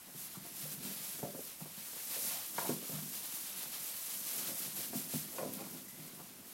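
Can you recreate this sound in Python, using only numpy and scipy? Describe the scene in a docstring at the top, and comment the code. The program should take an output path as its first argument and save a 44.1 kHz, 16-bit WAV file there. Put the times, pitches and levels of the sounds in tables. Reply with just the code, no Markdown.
"""In a tin shed pen, lambs trot about on dry straw, close to a single microphone.
Straw crackles as clumped random snaps through band filters, with sharp ticks as single stalks break.
Hooves knock, scuff and patter on the boards below, heard as sums of decaying modes.
A thin far call, one wavering partial, sounds faintly near the end.
Sparse reflections give the shed's echo, over a steady low-weighted noise of air."""
import sys
import numpy as np
from scipy import signal
from scipy.io import wavfile
from scipy.ndimage import uniform_filter1d

SR = 44100
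rng = np.random.default_rng(int(sys.argv[2]) if len(sys.argv) > 2 else 0)


def unload_audio(sound):
    """Save the sound as a 16-bit wav file, at the path given as the first command line argument."""
    columns = np.transpose(np.atleast_2d(sound))
    # keep every value between -1 and 1, then stretch to whole-number steps
    steps = np.round(np.clip(columns, -1, 1) * 32767)
    wavfile.write(sys.argv[1], SR, steps.astype(np.int16))


def volts_from_db(level):
    """Convert decibel levels to linear amplitude ratios."""
    exponent = np.asarray(level, float) / 20
    return 10 ** exponent


N = 287958  # length in samples
USUAL_DB = -50  # reference level of the straw


def evened(x):
    """Normalisation: scales a signal to rms 1."""
    return x / np.sqrt(np.mean(x ** 2) + 1e-20)


def read(points, hz):
    """Interpolation along straight lines on a log-frequency axis."""
    f, value = np.transpose(points)
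    return np.interp(np.log(hz + 1), np.log(f + 1), value)


def curves(rows):
    """Linear interpolation in time: every column after the first, sample by sample."""
    s, *columns = np.transpose(rows)
    t = np.arange(N) / SR
    return [np.interp(t, s, column) for column in columns]


def coloured(x, points):
    """Minimum-phase filtering: the log gain fixes the phase through the Hilbert transform."""
    hz = abs(np.fft.fftfreq(8192, 1 / SR))
    log_gain = np.log(volts_from_db(np.maximum(read(points, hz), -100)))
    phase = -signal.hilbert(log_gain).imag
    taps = np.fft.ifft(np.exp(log_gain + 1j * phase)).real[:4096]
    return signal.oaconvolve(x, taps)[:len(x)]


def clicks(per_s, spread_db):
    """Random impulse train: chance instants and signs, most impulses small and a few large."""
    size = volts_from_db(spread_db * np.minimum(rng.exponential(1, N), 5))
    sign = np.sign(rng.standard_normal(N))
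    return size * sign * (rng.random(N) < per_s / SR)


def wander(width):
    """Smoothed noise: two moving averages of width samples leave slow chance of rms 1."""
    once = uniform_filter1d(rng.standard_normal(N), width)
    return evened(uniform_filter1d(once, width))


# steady shuffle of the flock in the straw: start_s [s], level_db [dB]
SHUFFLE_LEVEL = [(0, -54.5), (.4, -55.5), (.55, -50.5), (1.3, -54), (1.65, -52), (2.0, -45), (2.5, -45),
                 (2.8, -47.5), (2.95, -44.5), (3.65, -48), (4.1, -43), (4.6, -45), (4.9, -52.5),
                 (5.3, -48.5), (5.75, -49.5), (5.85, -53), (6.4, -55.5), (6.53, -63)]
# a leg sweeping or a hoof landing in dry stalks:
# crest_s [s], level_db [dB], rise_s [s], fall_s [s]
STRIDES = [(.17, -52.5, 0.026, 0.045), (.235, -46, 0.047, 0.04), (.35, -51.5, 0.045, 0.034),
           (.465, -50.5, 0.033, 0.035), (.6, -45.5, 0.042, 0.098), (.72, -45, 0.022, 0.032),
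           (.88, -44.5, 0.05, 0.12), (1.07, -44, 0.066, 0.14), (1.21, -55, 0.019, 0.026),
           (1.46, -48.5, 0.11, 0.063), (1.61, -49.5, 0.01, 0.024), (1.86, -50.5, 0.041, 0.036),
           (2.13, -42, 0.05, 0.042), (2.27, -39, 0.086, 0.086), (2.6, -42, 0.038, 0.034),
           (2.685, -41.5, 0.034, 0.054), (2.88, -47.5, .03, 0.052), (3.145, -45.5, 0.024, 0.044),
           (3.245, -46, 0.0091, .03), (3.36, -45, 0.059, 0.048), (3.46, -47.5, 0.048, 0.058),
           (3.615, -44, 0.041, 0.042), (3.73, -46, 0.012, 0.042), (3.85, -44, 0.041, 0.063),
           (4.04, -56, .015, 0.063), (4.15, -45.5, 0.048, 0.036), (4.285, -42.5, 0.032, 0.037),
           (4.4, -41, 0.067, 0.027), (4.48, -41.5, 0.032, 0.036), (4.6, -43, .05, 0.1),
           (4.785, -40.5, 0.03, 0.082), (4.98, -41.5, 0.036, 0.054), (5.16, -41, 0.055, 0.051),
           (5.38, -51, .06, 0.041), (5.54, -48, .008, .025), (5.71, -63, .04, .05),
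           (5.89, -55, .012, 0.025), (6.08, -54, 0.073, 0.012), (6.17, -57, .03, .08),
           (6.5, -52.5, 0.041, .04)]
# bands where stalks snap, from thick to thin: low_hz [Hz], high_hz [Hz]
STALK_BANDS = [(250, 2000), (2000, 5000), (5000, 9000), (9000, 17000)]
# colour of snapping stalks, with the microphone's treble bump: pitch_hz [Hz], relative level_db [dB]
STRAW_COLOUR = [(300, -22), (500, -6.5), (1200, -6), (2400, -4.5), (5000, -0.5), (8400, 1), (10500, 4.5),
                (12000, 5.5), (13500, 4.5), (15000, -0.5), (16000, 1)]


def straw():
    """Granular noise: dense snaps clump as feet crush stalks, thick and thin partly on their own."""
    power = volts_from_db(curves(SHUFFLE_LEVEL)[0]) ** 2
    t = np.arange(N) / SR
    for crest, db, rise, fall in STRIDES:
        near = slice(max(round((crest - .5) * SR), 0), round((crest + .5) * SR))
        late = t[near] - crest
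        width = np.where(late < 0, rise, fall)
        power[near] += volts_from_db(db) ** 2 * np.exp(-(late / width) ** 2)
    # thick stalks against thin: they swell slightly more
    thick_db = -9.5 + 0.0248 * (10 * np.log10(power) - USUAL_DB)

    shared_db = 0.51 * wander(400)
    bands = []
    for low, high in STALK_BANDS:
        snaps = clicks(per_s=9000, spread_db=1) * volts_from_db(shared_db + .5 * wander(300))
        band_pass = signal.butter(3, [low, high], "band", fs=SR, output="sos")
        bands.append(signal.sosfilt(band_pass, evened(snaps)))
    thick = evened(coloured(bands[0] + bands[1], STRAW_COLOUR))
    thin = evened(coloured(bands[2] + bands[3], STRAW_COLOUR))
    return np.sqrt(power) * (thin + volts_from_db(thick_db + 1.5 * wander(2500)) * thick)


# single dry stalks breaking: start_s [s], peak level_db [dB]
TICKS = [(3.5783, -26), (4.9627, -30), (5.2774, -33), (5.5368, -23), (6.129, -42)]


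def ticks():
    """Impulse response: each break is one or two treble cycles; small ones follow the shuffle's level."""
    tick_hz, tick_s = 12600, .00009  # pitch; half-width of the Gaussian envelope
    small_db = -47.5 + curves(SHUFFLE_LEVEL)[0] - USUAL_DB  # of the least of the small ticks
    train = volts_from_db(small_db) * clicks(per_s=40, spread_db=3.5)
    for start, db in TICKS:
        train[round(start * SR)] += volts_from_db(db)
    t = np.arange(-40, 41) / SR
    tick = np.exp(-(t / tick_s) ** 2) * np.cos(2 * np.pi * tick_hz * t)
    return signal.oaconvolve(train, tick, "same")


# modes of the floor and boards: pitch_hz [Hz], level_db [dB], share of the blow's t60 [ratio]
BOARD_MODES = [(118, -9.5, 0.3), (156.4, 0.5, 0.67), (199.2, 0.5, 0.91), (253.5, 1.5, 0.68),
               (327.4, 6.5, 0.38), (367, 0.5, 0.52), (480.7, 0.5, 0.62), (560, 3, 0.79), (670, 10, 0.31),
               (715.6, 0.5, 0.84), (905, 8, 0.47), (1002, 3, 0.63), (1129, 3, 0.72), (1390, 8.5, 0.53),
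               (1670, 5, 0.44), (1827, 4, 0.54), (2058, 7.5, 0.3), (2360, 14.5, 0.21), (2880, 7, 0.27),
               (3660, 5, 0.18)]


def ring(hz, fall_db, t60, chance):
    """Modal synthesis: a blow favours modes near its pitch, and loose boards make each flutter."""
    f, db, share = np.transpose(BOARD_MODES)[:, :, None]
    f = f * (1 + 0.1 * (chance[:, None] - .5))  # each blow lands on another spot
    t = np.arange(SR // 4) / SR
    # padded blows lose the upper modes faster
    near_db = -fall_db * abs(np.log2(f / hz)) * np.where(f > hz, 1.3, 1)
    decay_db = -60 * t / (max(t60, .03) * share)
    flutter_hz = (0.0516 + 0.1184 * np.roll(chance, 3)[:, None]) * f
    flutter_depth = 1.48 * np.roll(chance, 5)[:, None]
    flutter = 1 + flutter_depth * np.cos(2 * np.pi * flutter_hz * t)
    tones = np.sin(2 * np.pi * (f * t + 0.52 * chance[::-1, None]))
    swell = 1 - np.exp(-f * t)  # over about one cycle
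    sound = (volts_from_db(db + near_db + decay_db) * flutter * tones * swell).sum(0)
    return sound / abs(sound).max()


def below_cut(x):
    """Inefficient radiation: thin boards hardly radiate their deepest bass."""
    return signal.sosfilt(signal.butter(6, 105, "high", fs=SR, output="sos"), x)


# single knocks: start_s [s], peak level_db before the bass cut [dB], favoured pitch_hz [Hz],
# fall below that pitch [dB per octave], t60_s before each mode's share [s]
KNOCKS = [(0.083, -52, 335, 6, 0.22), (0.146, -44, 177, 14, 0.063), (0.351, -47, 1180, 17, 0.13),
          (0.37, -40.5, 176, 13, 0.16), (0.448, -47, 670, 8, 0.17), (0.623, -46, 153, 17, 0.49),
          (0.653, -48, 540, 29, 0.18), (0.734, -46.5, 132, 19, 0.41), (0.795, -44.5, 213, 16, 0.34),
          (0.846, -40.5, 194, 20, 0.31), (1, -46.5, 171, 14, 0.082), (1.14, -51, 204, 16, 0.1),
          (1.19, -43.5, 159, 5.5, 0.3), (1.228, -32, 153, 7.5, 0.07), (1.229, -33.5, 495, 15, 0.17),
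          (1.347, -39.5, 312, 7, 0.11), (1.391, -44, 303, 9, 0.09), (1.606, -43.5, 600, 6, 0.12),
          (1.609, -39.5, 178, 14, 0.12), (1.657, -42, 330, 8.5, 0.095), (1.775, -46, 204, 32, 0.084),
          (2.164, -43.5, 497, 32, 0.32), (2.309, -42, 400, 0, 0.19), (2.582, -27, 895, 6.5, 0.11),
          (2.645, -40, 860, 20, 0.28), (2.691, -26.5, 310, 9.5, 0.21), (2.717, -39, 175, 25, 0.25),
          (2.893, -38.5, 260, 7.5, 0.2), (2.93, -38.5, 160, 15, 0.27), (2.962, -45.5, 1250, 15, 0.1),
          (2.984, -41.5, 200, 3, 0.17), (3.022, -46, 185, 14, 0.31), (3.656, -44, 177, 5, 0.078),
          (3.798, -54, 181, 26, 0.11), (4.388, -47, 191, 2, 0.12), (4.485, -43.5, 526, 12, 0.38),
          (4.779, -45, 361, 11, 0.13), (4.931, -36, 382, 7.5, 0.22), (4.951, -33, 220, 26, 0.16),
          (5.136, -31, 159, 9.5, 0.15), (5.383, -32.5, 560, 4, 0.16), (5.418, -38, 168, 6, 0.22),
          (5.458, -37, 265, 14, 0.16), (5.519, -41.5, 337, 14, 0.11), (5.609, -41, 214, 10, 0.3),
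          (5.74, -45, 175, 5, 0.28), (5.987, -46, 165, 11.5, 0.34), (6.128, -44.5, 196, 8, 0.22),
          (6.198, -44.5, 154, 4.5, 0.11), (6.382, -53, 243, 11, 0.39)]


def knocks():
    """Impact excitation: each hoof on something hard sets the modes ringing once."""
    out = np.zeros(N + SR)
    chances = rng.random((len(KNOCKS), len(BOARD_MODES)))
    for (start, db, hz, fall_db, t60), chance in zip(KNOCKS, chances):
        out[round(start * SR):][:SR // 4] += volts_from_db(db) * ring(hz, fall_db, t60, chance)
    return below_cut(out[:N])


# hooves dragged or tubs shoved over the boards: start_s [s], end_s [s],
# rms level_db before the bass cut [dB], favoured pitch_hz [Hz], fall below that pitch [dB per octave]
SCUFFS = [(0.784, 0.928, -64, 447, 14), (1.235, 1.304, -55, 510, 31), (1.33, 1.424, -57.5, 423, 23),
          (1.923, 2.02, -65, 460, 21), (2.316, 2.419, -60, 655, 4.5), (2.588, 2.685, -52, 800, 7),
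          (2.81, 2.88, -60, 400, 15), (2.913, 2.993, -61, 503, 6), (4.33, 4.56, -63.5, 550, 6),
          (4.752, 4.84, -62, 490, 9), (5.318, 5.4, -61.5, 605, 19), (5.375, 5.5, -47.5, 523, 14),
          (5.57, 5.684, -57.5, 610, 3), (6.164, 6.26, -65, 775, 12)]


def scuffs():
    """Stick-slip friction: tiny slips each ring the boards, under a stroke that starts fast and fades."""
    out = np.zeros(N + SR)
    slips = clicks(per_s=500, spread_db=3.2)
    chances = rng.random((len(SCUFFS), len(BOARD_MODES)))
    for (start, end, db, hz, fall_db), chance in zip(SCUFFS, chances):
        part = slips[round(start * SR):round(end * SR)]
        u = np.linspace(0, 1, len(part))
        stroke = np.minimum(u / 0.2, 1) * volts_from_db(-11 * u)
        brief_ring = ring(hz, fall_db, 0.039, chance)[:SR // 10]
        sound = signal.oaconvolve(part * stroke, brief_ring)
        out[round(start * SR):][:len(sound)] += volts_from_db(db) * evened(sound)
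    return below_cut(out[:N])


# muffled drumming of many small feet through the bedding: start_s [s], level_db [dB]
PATTER_LEVEL = [(0, -63.5), (.3, -66), (.62, -57.5), (.9, -60.5), (1.0, -66), (1.25, -55.5), (1.45, -67.5),
                (2.03, -69), (2.27, -55.5), (2.44, -69), (2.72, -46.5), (2.85, -70), (3.1, -61.5),
                (4.1, -65.5), (4.4, -56), (5.1, -57), (5.35, -58.5), (5.56, -51.5), (5.85, -59),
                (6.53, -62)]


def patter():
    """Superposed random impacts: footfalls too many to count, dull thumps of eight chance pitches."""
    pats_per_s = 160  # of all eight kinds together
    thumps = np.zeros(N)
    for kind in rng.random((8, 1 + len(BOARD_MODES))):
        thump = ring(150 * 2.2 ** kind[0], 9.8, 0.16, kind[1:])
        thumps += signal.oaconvolve(clicks(pats_per_s / 8, 1.9), thump)[:N]
    return volts_from_db(curves(PATTER_LEVEL)[0]) * evened(below_cut(thumps))


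# far call, only its brightest partial carries:
# start_s [s], pitch_hz before the waver [Hz], level_db before the throb [dB]
CALL = [(5.86, 2040, -73), (5.9, 2020, -63), (5.96, 1975, -68), (6.0, 2090, -72), (6.07, 2130, -71),
        (6.12, 2130, -82)]


def call():
    """Frequency and amplitude modulation: a faint, hoarse partial wavers and throbs like a bleat."""
    hz, db = curves(CALL)
    t = np.arange(N) / SR
    throb = 1 + 0.28 * np.sin(2 * np.pi * 14 * t) + .4 * wander(300)
    wavering_hz = hz * (1 + 0.022 * wander(90))
    tone = np.sin(2 * np.pi * np.cumsum(wavering_hz) / SR)
    sounding = (t > CALL[0][0]) * (t < CALL[-1][0])
    return np.sqrt(2) * volts_from_db(db) * throb * tone * sounding


# decay of the shed's echo: pitch_hz [Hz], t60_s [s]
SHED_DECAY = [(150, 0.43), (600, 0.29), (2000, 0.2), (8000, 0.12)]


def shed(x):
    """Reverberation: sparse reflections of random sign, each band dying at its own speed."""
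    taps = np.zeros(SR)
    at = np.arange(300, SR - 20, 20)  # samples: one reflection in every slot of 20
    taps[at + rng.integers(0, 20, len(at))] = rng.choice([-1., 1.], len(at))
    hz, t, z = signal.stft(taps, SR, nperseg=512)
    decay = volts_from_db(-60 * t / read(SHED_DECAY, hz)[:, None])
    tail = signal.istft(z * decay, SR, nperseg=512)[1]
    return signal.oaconvolve(x, tail / np.linalg.norm(tail))[:N]


# colour of the steady air noise: pitch_hz [Hz], relative level_db [dB]
AIR_COLOUR = [(20, -8), (28, -10), (45, -18), (68, -10), (95, -0.5), (130, -5.5), (200, -5), (400, -9),
              (700, -5.5), (1300, -7), (3000, -8.5), (6000, -17.5)]


def air():
    """Filtered noise: steady Gaussian noise takes a fixed spectrum."""
    return volts_from_db(-61.5) * evened(coloured(rng.standard_normal(N), AIR_COLOUR))


def scene():
    """Superposition: all sources add at one microphone, fed to both channels."""
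    rustle = straw() + ticks() + patter()
    hard = knocks() + scuffs() + call()
    echo = shed(volts_from_db(-12) * hard + volts_from_db(-21.5) * rustle)
    mono = rustle + hard + echo + air()
    return np.array([mono, mono])


def top_cut(x):
    """Nothing passes above the cut-off."""
    return signal.sosfilt(signal.butter(12, 16580, fs=SR, output="sos"), x)


def record(dry):
    """Band limiting: a linear-phase low-pass at 15950 Hz finishes the mix."""
    low_pass = signal.firwin(1023, 15950, window=("kaiser", 9), fs=SR)
    mix = signal.oaconvolve(dry, low_pass[None], "same")
    return top_cut(mix)


dry = scene()
out = record(dry)
unload_audio(out)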